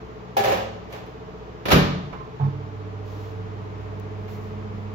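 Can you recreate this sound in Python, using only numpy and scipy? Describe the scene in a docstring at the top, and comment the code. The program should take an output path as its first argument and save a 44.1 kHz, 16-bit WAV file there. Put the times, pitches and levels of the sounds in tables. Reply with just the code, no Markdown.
"""A microwave oven in a hard-walled kitchen

A dish rattles onto the turntable and slides, the door's latch knocks and the door booms shut, the dial clicks:
each blow is a burst of reverberant noise plus decaying modes. At switch-on a surge shakes the case, then
the transformer hums and buzzes in steady partials while the fan's blade tone climbs through duct resonances.
A sleeve brushes near the microphone as shaped noise; a fridge drones in beating lines over still air.
"""
import sys
import numpy as np
from scipy import signal
from scipy.fft import rfft, irfft, next_fast_len
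from scipy.io import wavfile

SR = 44100
rng = np.random.default_rng(int(sys.argv[2]) if len(sys.argv) > 2 else 0)


def waveform_to_disk(signal):
    """Save audio, clipped to [-1, 1], as 16-bit WAV at the path in sys.argv[1]."""
    frames = np.transpose(np.atleast_2d(signal))
    scaled = np.clip(frames, -1, 1) * 32767
    samples = np.round(scaled).astype(np.int16)
    wavfile.write(sys.argv[1], SR, samples)


N = 217986
TIME = np.arange(N) / SR  # s

# Blows: (time [s], clack level [dB], ring level [dB], clack tilt [dB/octave], favoured frequency [Hz])
# the dish lands and rocks
DISH_BLOWS = [(.367, -24, -11.5, 1.5, 795), (.385, -28, -22, -4, 446), (.443, -23.5, -32.5, -1, 1700),
              (.475, -23.5, -20.5, -5.5, 505), (.505, -41, -19, -5, 755), (.516, -25, -29, -1, 1060),
              (.527, -33.5, -19.5, -9, 540), (.924, -37, -66.5, -.5, 1700), (1.059, -53, -80, 0, 1680)]
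# latch hooks, then the door on its frame: columns as for the dish
DOOR_BLOWS = [(1.654, -27.5, -40.5, -1, 700), (1.682, -25, -22, -1, 720), (1.703, -24, -27, 0.5, 262),
              (1.711, -20.5, -23, -0.5, 1170), (1.716, -18, -25.5, 1, 1900),
              (1.726, -18.5, -14.5, -1.5, 288), (1.741, -40.5, -25, -1, 470), (1.751, -26, -19, -1, 356),
              (1.774, -32, -20, 0.5, 478)]
# the timer dial: columns as for the dish
DIAL_BLOWS = [(2.127, -41, -34.5, -1.7, 1040), (2.164, -58.5, -53, -1.3, 2000),
              (2.200, -52.5, -37, -2.5, 1050), (4.281, -53, -57, 2, 2000)]
# the timer switch closing: columns as for the dish
SWITCH_BLOWS = [(2.398, -41.5, -24.5, -2, 805), (2.436, -48.5, -32.5, 0.5, 984)]

# Modes rung by a blow on the dish, the lowest being the case rocked as the dish lands: (frequency [Hz],
# relative level [dB], decay time T60 [s])
DISH_MODES = [(101.5, -7, 1.9), (219, -4.5, 1.3), (372, 0, 0.41), (382.3, -9, 0.86), (411.5, 2.5, 0.88),
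              (530.5, 4, 0.35), (544.4, -1.5, 0.4), (573, -7, 0.9), (585, -19, 0.48), (688, -5.5, 0.39),
              (796, 2.5, 0.45), (788, -4, 0.79), (822, -4, 0.28), (1117, -18, 0.98), (1700, 1.5, 0.49),
              (1640, -22, 0.23), (2250, -20, 0.27), (3030, -14, 0.62), (3400, -14, 0.45), (5000, -27, .3)]
# modes of the door: (frequency [Hz], relative level [dB], decay time T60 [s])
DOOR_MODES = [(255, 1, 0.41), (290, 0, .45), (346, -24, 0.33), (366.7, 3, 0.65), (391.8, 2, 0.33),
              (410, -8.5, 0.59), (450, -2, .65), (473, 1.5, 0.27), (575, 1.5, 0.56), (586, -13.5, 0.93),
              (566, -15, 0.3), (740, -12, 0.19), (810, -21.5, 0.71), (860, -10.5, .36), (1173, -9, 0.89),
              (1370, -15.5, .35), (1610, -5.5, 0.21), (2340, -5, .27)]
# modes of the dial: (frequency [Hz], relative level [dB], decay time T60 [s])
DIAL_MODES = [(860, -10.5, .3), (1000, 0, 0.21), (1056, 6, 0.31), (2100, -7, 0.69)]
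# modes of the switch: (frequency [Hz], relative level [dB], decay time T60 [s])
SWITCH_MODES = [(721, -7, 0.12), (766, -5.5, 0.14), (840, -6.5, 0.18), (870, -6.5, 0.27), (925, -9.5, 0.14),
                (1090, -7.5, 0.39)]

# Unpitched part of a blow on the dish: (frequency [Hz], relative density [dB per Hz])
DISH_CLACK = [(40, -28), (70, -21), (120, -4), (300, -6.5), (550, 9.5), (800, 7), (1150, 0), (2000, -1.5),
              (3100, -4), (4500, -11.5), (7000, -16.5), (11000, -21), (16000, -15.5)]
# unpitched part of a blow on the door: (frequency [Hz], relative density [dB per Hz])
DOOR_CLACK = [(25, -31.5), (55, 5), (150, 7), (350, 4.5), (600, 4), (1200, 3), (2200, -1), (3800, -5),
              (5500, -13), (7500, -20.5), (11000, -20), (16000, -17)]
# unpitched part of a blow on dial or switch: (frequency [Hz], relative density [dB per Hz])
DIAL_CLACK = [(60, 5.5), (400, -1.5), (1000, 6), (2200, -6.5), (5000, -19), (10000, -37.5), (16000, -26)]

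# Close pairs of modes of case and cupboard: (mean frequency [Hz], split [Hz], level [dB], T60 [s])
BOOM_PAIRS = [(54.4, 11, -19, 0.54), (90.4, 10, -22, 1), (145.5, 6.9, -14.5, 1), (181.1, 5.75, -15, 1.0),
              (229, 9.4, -22, 0.58), (285.8, 7.5, -25, 0.64)]
# partials of the booming case: (frequency [Hz], relative level [dB], left-right difference [dB])
CASE_PARTIALS = [(138, 1, -3.5), (198, -20, 9), (102.4, -18.5, -4)]
# hum of the transformer core: (frequency [Hz], level [dB], left-right difference [dB])
MAINS_HUM = [(50.2, -58, -1), (100, -35, -4), (150.1, -55, 14), (200.1, -56, -10)]
# buzz of the core at its onset: (frequency [Hz], level [dB], left-right difference [dB])
CORE_BUZZ = [(298.3, -48.5, -7), (596.5, -56, -9)]
# resonances of the air duct: (frequency [Hz], width [Hz], level [dB])
DUCT_RESONANCES = [(188, 5.3, -50.5), (212.2, 6.4, -39.5)]
# air moved by the fan: (frequency [Hz], relative density [dB per Hz])
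DRAUGHT_SPECTRUM = [(60, -16), (110, -12.5), (170, -3.5), (300, 2), (450, 0), (1100, -3), (1500, -12),
                    (2200, -12.5), (4000, -29.5), (7000, -34), (15000, -54)]

# Strokes of the sleeve: (time [s], length [s], level [dB], treble tilt [dB/octave])
SLEEVE_STROKES = [(3.03, .25, -57, 1.5), (3.76, .05, -66, 1), (4.151, .12, -68, 7), (4.264, .07, -51.5, 5),
                  (4.377, .08, -60.5, 3), (4.71, 0.11, -68.5, 3)]
# the one snap of the fleece: (time [s], level [dB])
FLEECE_SNAP = (3.999, -37.5)
# hiss of the fleece: (frequency [Hz], relative density [dB per Hz])
CLOTH_SPECTRUM = [(200, 5), (1000, -1.5), (3500, 6), (6500, -2), (10500, -14.5), (14500, -7.5), (16000, -3)]

# Fridge compressor: (frequency [Hz], level [dB], left-right difference [dB])
FRIDGE_LINES = [(61.1, -49, 0), (105, -58, -3), (122.3, -51, 3), (179.8, -54, 4), (183.6, -57, 7),
                (220.8, -60, 0), (348.6, -59, 6), (500.3, -58, -2), (631.8, -59, -8)]
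# evenly spaced lines that beat as a fast throb: (frequency [Hz], relative level [dB], left-right [dB])
THROB_LINES = [(411.2, -57, 3), (426.35, -48.5, 0), (441.5, -49, 0), (456.65, -57, -3)]
# still air of the kitchen: (frequency [Hz], relative density [dB per Hz])
AIR_SPECTRUM = [(25, -11), (50, -8.5), (80, -9), (125, -4), (200, -9.5), (370, -10), (520, -16.5),
                (700, -14), (1150, -14.5), (1450, -21.5), (2200, -26.5), (3400, -32.5), (6700, -43.5),
                (11000, -62), (15500, -52)]

# Reflections from the walls of the oven's alcove: (delay [s], level [dB])
ALCOVE_ECHOES = [(.0017, -18), (.0039, -14.5), (.0062, -17), (.0094, -10.5)]
# reverberation of the kitchen: (frequency [Hz], decay time T60 [s])
ROOM_T60 = [(60, 0.77), (200, 1), (500, 0.66), (1000, 0.67), (2000, 0.61), (4000, 0.65), (7000, 0.54),
            (11000, 0.31), (16000, .3)]
# likeness of the sound at the two ports: (frequency [Hz], coherence [0 to 1])
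COHERENCE = [(50, 0.94), (150, 0.62), (300, 0.35), (550, 0.091), (1000, 0.36), (3000, 0.035), (7000, 0.05),
             (12000, 0.38)]
# response of the microphone ports: (frequency [Hz], gain [dB])
MICROPHONE = [(20, -9.5), (32, -7.5), (45, -1), (6800, 1), (7700, -2), (8500, -32.5), (9400, -30.5),
              (10500, 1.5), (12000, 2.5), (16000, -5.5)]

LAG_S = 0.00035  # the left port hears later
SLAM_S, MAINS_ON_S, THROB_PEAK_S = 1.712, 2.41, 2.412
AIR_DB = -41.5
# lengths run from the onset to the start of the release
CHATTER_S, CHATTER_LENGTH_S, CHATTER_PER_S = .434, .14, 45
CHATTER_DB, CHATTER_SPREAD_DB, CHATTER_FADE_DB_PER_S, CHATTER_TILT_DB = -35, 3.5, 28, 0.6
SLIDE_S, SLIDE_RISE_S, SLIDE_LENGTH_S, SLIDE_FALL_S = 0.891, 0.02, 0.088, .035
SLIDE_DB, SLIDE_TILT_DB = -44, -1.9  # tilt per octave, as for chatter and snap
SURGE_S, SURGE_RISE_S, SURGE_LENGTH_S, SURGE_FALL_S = 2.399, 0.051, 0.085, 0.015
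SURGE_DB, LINGER_DB, LINGER_T60_S = -16.5, -12, 0.65  # the lingering boom is relative to the surge
FAN_TOP_HZ, FAN_RUN_UP_S = 212.34, .83  # final blade tone, time constant of the run-up
STROKE_RISE_S, STROKE_FALL_S, SNAP_TILT_DB = .055, .065, 8
KNEE, CEILING = .6, .9  # amplitude where rounding starts, and its limit
EDGE_HZ = 15900  # upper band limit


def dish():
    """Impact and friction: blows excite the modes of the dish and rock the case, its rim chatters, its foot
    scrapes."""
    struck = blows(DISH_BLOWS, DISH_MODES, DISH_CLACK, crack_db=3.5, crack_s=0.0047, rise_s=0.0014, alike=0.56)
    return (struck + chatter() + slide()) * pan(db=-1.0)


def chatter():
    """Repeated impact: ticks of the rim follow unevenly and weaken as the dish settles."""
    out = np.zeros((2, N))
    ticks = []
    for _ in range(5):
        echoes = alcove(clack(crack_db=14, crack_s=.004))
        ticks.append(colour(echoes, DISH_CLACK, CHATTER_TILT_DB))
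    for k, (early, size) in enumerate(rng.uniform(-1, 1, (16, 2))):
        after_s = (k + .3 * early) / CHATTER_PER_S
        if after_s < CHATTER_LENGTH_S:
            level_db = CHATTER_DB + CHATTER_SPREAD_DB * size - CHATTER_FADE_DB_PER_S * after_s
            add(out, CHATTER_S + after_s, amp(level_db) * ticks[k % len(ticks)])
    return out


def slide():
    """Sliding friction: the foot of the dish scrapes the glass as a short swell of broadband noise."""
    scrape = amp(SLIDE_DB) * colour(diffuse(N), DISH_CLACK, SLIDE_TILT_DB)
    return envelope(TIME - SLIDE_S, SLIDE_RISE_S, SLIDE_LENGTH_S, SLIDE_FALL_S) * scrape


def door():
    """Impact: latch hooks and frame ring the modes of the door."""
    struck = blows(DOOR_BLOWS, DOOR_MODES, DOOR_CLACK, crack_db=6, crack_s=0.0082, rise_s=0.0018, alike=0.23)
    return struck * pan(db=-1.0)


def slam_boom():
    """Coupled modes: energy passes to and fro within each pair, so the boom swells, dips and returns."""
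    t = np.maximum(TIME - SLAM_S - np.array([[LAG_S], [0]]), 0)
    out = np.zeros((2, N))
    for hz, split_hz, db, t60 in BOOM_PAIRS:
        beat = np.sin(np.pi * split_hz * t)
        carrier = np.sin(2 * np.pi * hz * t)
        out += np.sqrt(2) * amp(db - 60 * t / t60) * beat * carrier
    return out


def dial():
    """Impact: the clicks of the timer dial ring a few modes."""
    struck = blows(DIAL_BLOWS, DIAL_MODES, DIAL_CLACK, crack_db=10.0, crack_s=.008, rise_s=0.0028, alike=0.86)
    return struck * pan(db=-7.0)


def switch():
    """Impact: the closing timer switch rings its own modes with a soft clack."""
    struck = blows(SWITCH_BLOWS, SWITCH_MODES, DIAL_CLACK,
                   crack_db=-10.5, crack_s=.008, rise_s=0.0026, alike=0.3)
    return struck * pan(db=-7.0)


def transformer(ease_db_per_s=4, rise_s=0.022):
    """Magnetic vibration: a surge shakes the case, then the core hums, strongest at twice the mains rate."""
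    since_surge = TIME - SURGE_S
    surge = envelope(since_surge, SURGE_RISE_S, SURGE_LENGTH_S, SURGE_FALL_S)
    linger_fall_s = LINGER_T60_S / np.log(1000)  # T60 to exponential time constant
    # a weaker boom lingers in the cupboard
    linger = amp(LINGER_DB) * envelope(since_surge, SURGE_RISE_S, SURGE_LENGTH_S, linger_fall_s)
    case = tones(CASE_PARTIALS, start_s=2.8, waver_db=3.5, waver_hz=8)
    boom = amp(SURGE_DB) * np.maximum(surge, linger) * case
    since_s = np.maximum(TIME - MAINS_ON_S, 0)
    hum = tones(MAINS_HUM, MAINS_ON_S, waver_db=.6, waver_hz=2.5)
    # the buzz eases as the filament warms
    buzz = amp(-ease_db_per_s * since_s) * tones(CORE_BUZZ, MAINS_ON_S, waver_db=1.5, waver_hz=1.3)
    return boom + np.minimum(since_s / rise_s, 1) * (hum + buzz)


def fan(octave_db=-14, draught_db=-47):
    """Blade passage and resonance: the tone climbs with speed, swelling in the duct; the draught grows too."""
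    speed = np.tanh(np.maximum(TIME - MAINS_ON_S, 0) / FAN_RUN_UP_S)  # fraction of full speed
    blade_hz = FAN_TOP_HZ * speed
    power = np.zeros(N)
    for hz, width_hz, db in DUCT_RESONANCES:
        power += amp(db) ** 2 / (1 + (2 * (blade_hz - hz) / width_hz) ** 2)
    gain = speed * np.sqrt(power)
    turn = 2 * np.pi * (np.cumsum(blade_hz) / SR - blade_hz * np.array([[LAG_S], [0]]))
    tone = np.sqrt(2) * gain * (np.sin(turn) + amp(octave_db) * np.sin(2 * turn))
    return tone + amp(draught_db) * speed * diffuse(N, DRAUGHT_SPECTRUM)


def sleeve(grain_db=1.0, snap_s=0.0018, direct=0.73):
    """Fibre friction: fleece hisses in uneven catches and snaps once; being near, both ports share much."""
    out, t = np.zeros((2, N)), TIME[:SR]
    for s, length_s, db, tilt_db in SLEEVE_STROKES:
        noise = evened(diffuse(SR) + direct * diffuse(SR)[0])
        hiss = colour(noise, CLOTH_SPECTRUM, tilt_db)
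        add(out, s, amp(db) * envelope(t, STROKE_RISE_S, length_s, STROKE_FALL_S) * hiss)
    s, db = FLEECE_SNAP
    snap = colour(diffuse(SR), CLOTH_SPECTRUM, SNAP_TILT_DB)  # mostly top treble
    add(out, s, amp(db) * np.exp(-t / snap_s) * snap)
    return out * amp(grain_db * drift(hz=70))


def fridge(throb_db=-0.1):
    """Beating: the compressor drones in steady lines, and evenly spaced lines sum to a fast throb."""
    drone = tones(FRIDGE_LINES, start_s=0, waver_db=3.0, waver_hz=3)
    throb = amp(throb_db) * tones(THROB_LINES, THROB_PEAK_S, waver_db=2.5, waver_hz=1.81)
    return drone + throb


def still_air():
    """Diffuse field: steady coloured noise of the quiet kitchen."""
    return amp(AIR_DB) * diffuse(N, AIR_SPECTRUM)


def blows(rows, modes, spectrum, crack_db, crack_s, rise_s, alike):
    """Modal impact: each blow clacks and rings the same modes; blows share part of their echo pattern."""
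    out = np.zeros((2, N))
    shared = clack(crack_db, crack_s)
    alike = np.clip(alike, 0, 1)
    for s, clack_db, ring_db, tilt_db, focus_hz in rows:
        own = clack(crack_db, crack_s)
        echoes = alcove(np.sqrt(alike) * shared + np.sqrt(1 - alike) * own)
        noise = amp(clack_db) * colour(echoes, spectrum, tilt_db)
        add(out, s, noise + amp(ring_db) * ring(modes, rise_s, focus_hz))
    return out


def ring(modes, rise_s, focus_hz, octaves=0.34, elsewhere=0.2, scatter=0.65):
    """Modal decay: modes near the favoured frequency ring hardest; phases scatter from blow to blow."""
    t, out = TIME[:SR], np.zeros((2, SR))
    hz, db, t60 = np.transpose(modes)
    sizes = amp(db) * (elsewhere + np.exp(-(np.log2(hz / focus_hz) / octaves) ** 2))
    for f, size, decay_s in zip(hz, sizes / np.linalg.norm(sizes), t60):
        phase = scatter * (1 - read(COHERENCE, f)) * rng.standard_normal((2, 1))
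        wave = np.sin(2 * np.pi * f * (t - [[LAG_S], [0]]) + phase)
        out += size * amp(-60 * t / decay_s) * wave
    return out * (1 - np.exp(-t / rise_s))


def clack(crack_db, crack_s, swell_s=0.0024):
    """Reverberation: a burst swells off the nearest walls, then each band of the tail decays at its own T60."""
    t = TIME[:SR]
    hz, frame_s, bands = signal.stft(diffuse(SR), SR, nperseg=512)
    decay = amp(-60 * frame_s / read(ROOM_T60, hz)[:, None])
    tail = signal.istft(bands * decay, SR, nperseg=512)[1][:, :SR]
    burst = 1 + amp(crack_db) * np.exp(-t / crack_s)
    return tail * burst * (1 - np.exp(-t / swell_s))


def alcove(x):
    """Comb filtering: a few strong early reflections cut the sound into uneven bands."""
    out = x.copy()
    for delay_s, db in ALCOVE_ECHOES:
        add(out, delay_s, amp(db) * x)
    return out / np.sqrt(1 + sum(amp(db) ** 2 for _, db in ALCOVE_ECHOES))


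def tones(lines, start_s, waver_db, waver_hz):
    """Superposition: steady lines, in step at start_s, each wavering slowly and at random in level."""
    t = TIME - start_s - np.array([[LAG_S], [0]])
    out = np.zeros((2, N))
    for hz, db, side_db in lines:
        gain = np.sqrt(2) * amp(db + waver_db * drift(waver_hz))
        out += gain * pan(side_db) * np.cos(2 * np.pi * hz * t)
    return out


def diffuse(size, spectrum=((20, 0), (20000, 0))):
    """Spatial coherence: noise at two ports, alike in the bass and mostly independent above."""
    hz = np.fft.rfftfreq(size, 1 / SR)
    right, other = rfft(rng.standard_normal((2, size)))
    same = np.clip(read(COHERENCE, hz), 0, 1)
    lag_s = LAG_S * (hz < 8000)
    left = same * right * np.exp(-2j * np.pi * hz * lag_s) + np.sqrt(1 - same ** 2) * other
    return evened(irfft(np.array([left, right]) * amp(read(spectrum, hz)), size))


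def colour(x, spectrum, tilt_db=0, size=4096):
    """Minimum phase: a causal filter of unit energy, tilted about 1 kHz, the tilt level below 300 Hz."""
    hz = abs(np.fft.fftfreq(size, 1 / SR))
    tilt = tilt_db * np.log2(np.maximum(hz, 300) / 1000)
    gain = amp(read(spectrum, hz) + tilt)
    # the Hilbert transform of the log gain gives the phase
    response = np.exp(np.conj(signal.hilbert(np.log(evened(gain)))))
    taps = np.fft.ifft(response).real[:size // 2]
    return signal.oaconvolve(x, taps[None], axes=1)[:, :x.shape[1]]


def drift(hz):
    """Random modulation: a sum of slow sines of rms 1, up to the given rate."""
    t = TIME[::64]
    rates = np.geomspace(hz / 10, hz, num=12)
    wander = sum(np.sin(2 * np.pi * (f * t + rng.random())) for f in rates)
    return np.interp(TIME, t, evened(wander))


def envelope(t, rise_s, length_s, fall_s):
    """Growth and decay: straight attack, hold until length_s, exponential release."""
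    return np.clip(t / rise_s, 0, 1) * np.exp(-np.maximum(t - length_s, 0) / fall_s)


def pan(db):
    """Level difference: gains of the left and right ports."""
    return amp(np.array([[db / 2], [-db / 2]]))


def add(mix, s, sound):
    """Superposition: adds a stereo sound into the mix at time s."""
    part = mix[:, round(s * SR):][:, :sound.shape[1]]
    part += sound[:, :part.shape[1]]


def read(points, hz):
    """Interpolation: reads a spectrum table on a log-frequency axis."""
    f, value = np.transpose(points)
    return np.interp(np.log(hz + 1), np.log(f + 1), value)


def evened(x):
    """Normalisation: scales to rms 1."""
    return x / np.sqrt(np.mean(x ** 2) + 1e-20)


def amp(db):
    """Logarithmic level: decibels to amplitude gain."""
    return 10 ** (np.asarray(db) / 20)


def scene():
    """Superposition: the oven's sounds, the sleeve, the fridge and the air add linearly."""
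    knocks = dish() + door() + slam_boom() + dial() + switch()
    return knocks + transformer() + fan() + sleeve() + fridge() + still_air()


def record(dry):
    """Transduction: the ports lose deep bass and a treble notch, peaks are rounded, the band is limited."""
    size = 2 * next_fast_len(N)
    faded = dry * np.minimum(TIME / .004, 1)
    response = amp(read(MICROPHONE, np.fft.rfftfreq(size, 1 / SR)))
    heard = irfft(rfft(faded, size) * response, size)[:, :N]
    linear = np.clip(heard, -KNEE, KNEE)
    rounded = linear + (CEILING - KNEE) * np.tanh((heard - linear) / (CEILING - KNEE))
    lowpass = signal.firwin(511, EDGE_HZ, window=("kaiser", 9), fs=SR)
    return signal.oaconvolve(rounded, lowpass[None], "same")


dry = scene()
out = record(dry)
waveform_to_disk(out)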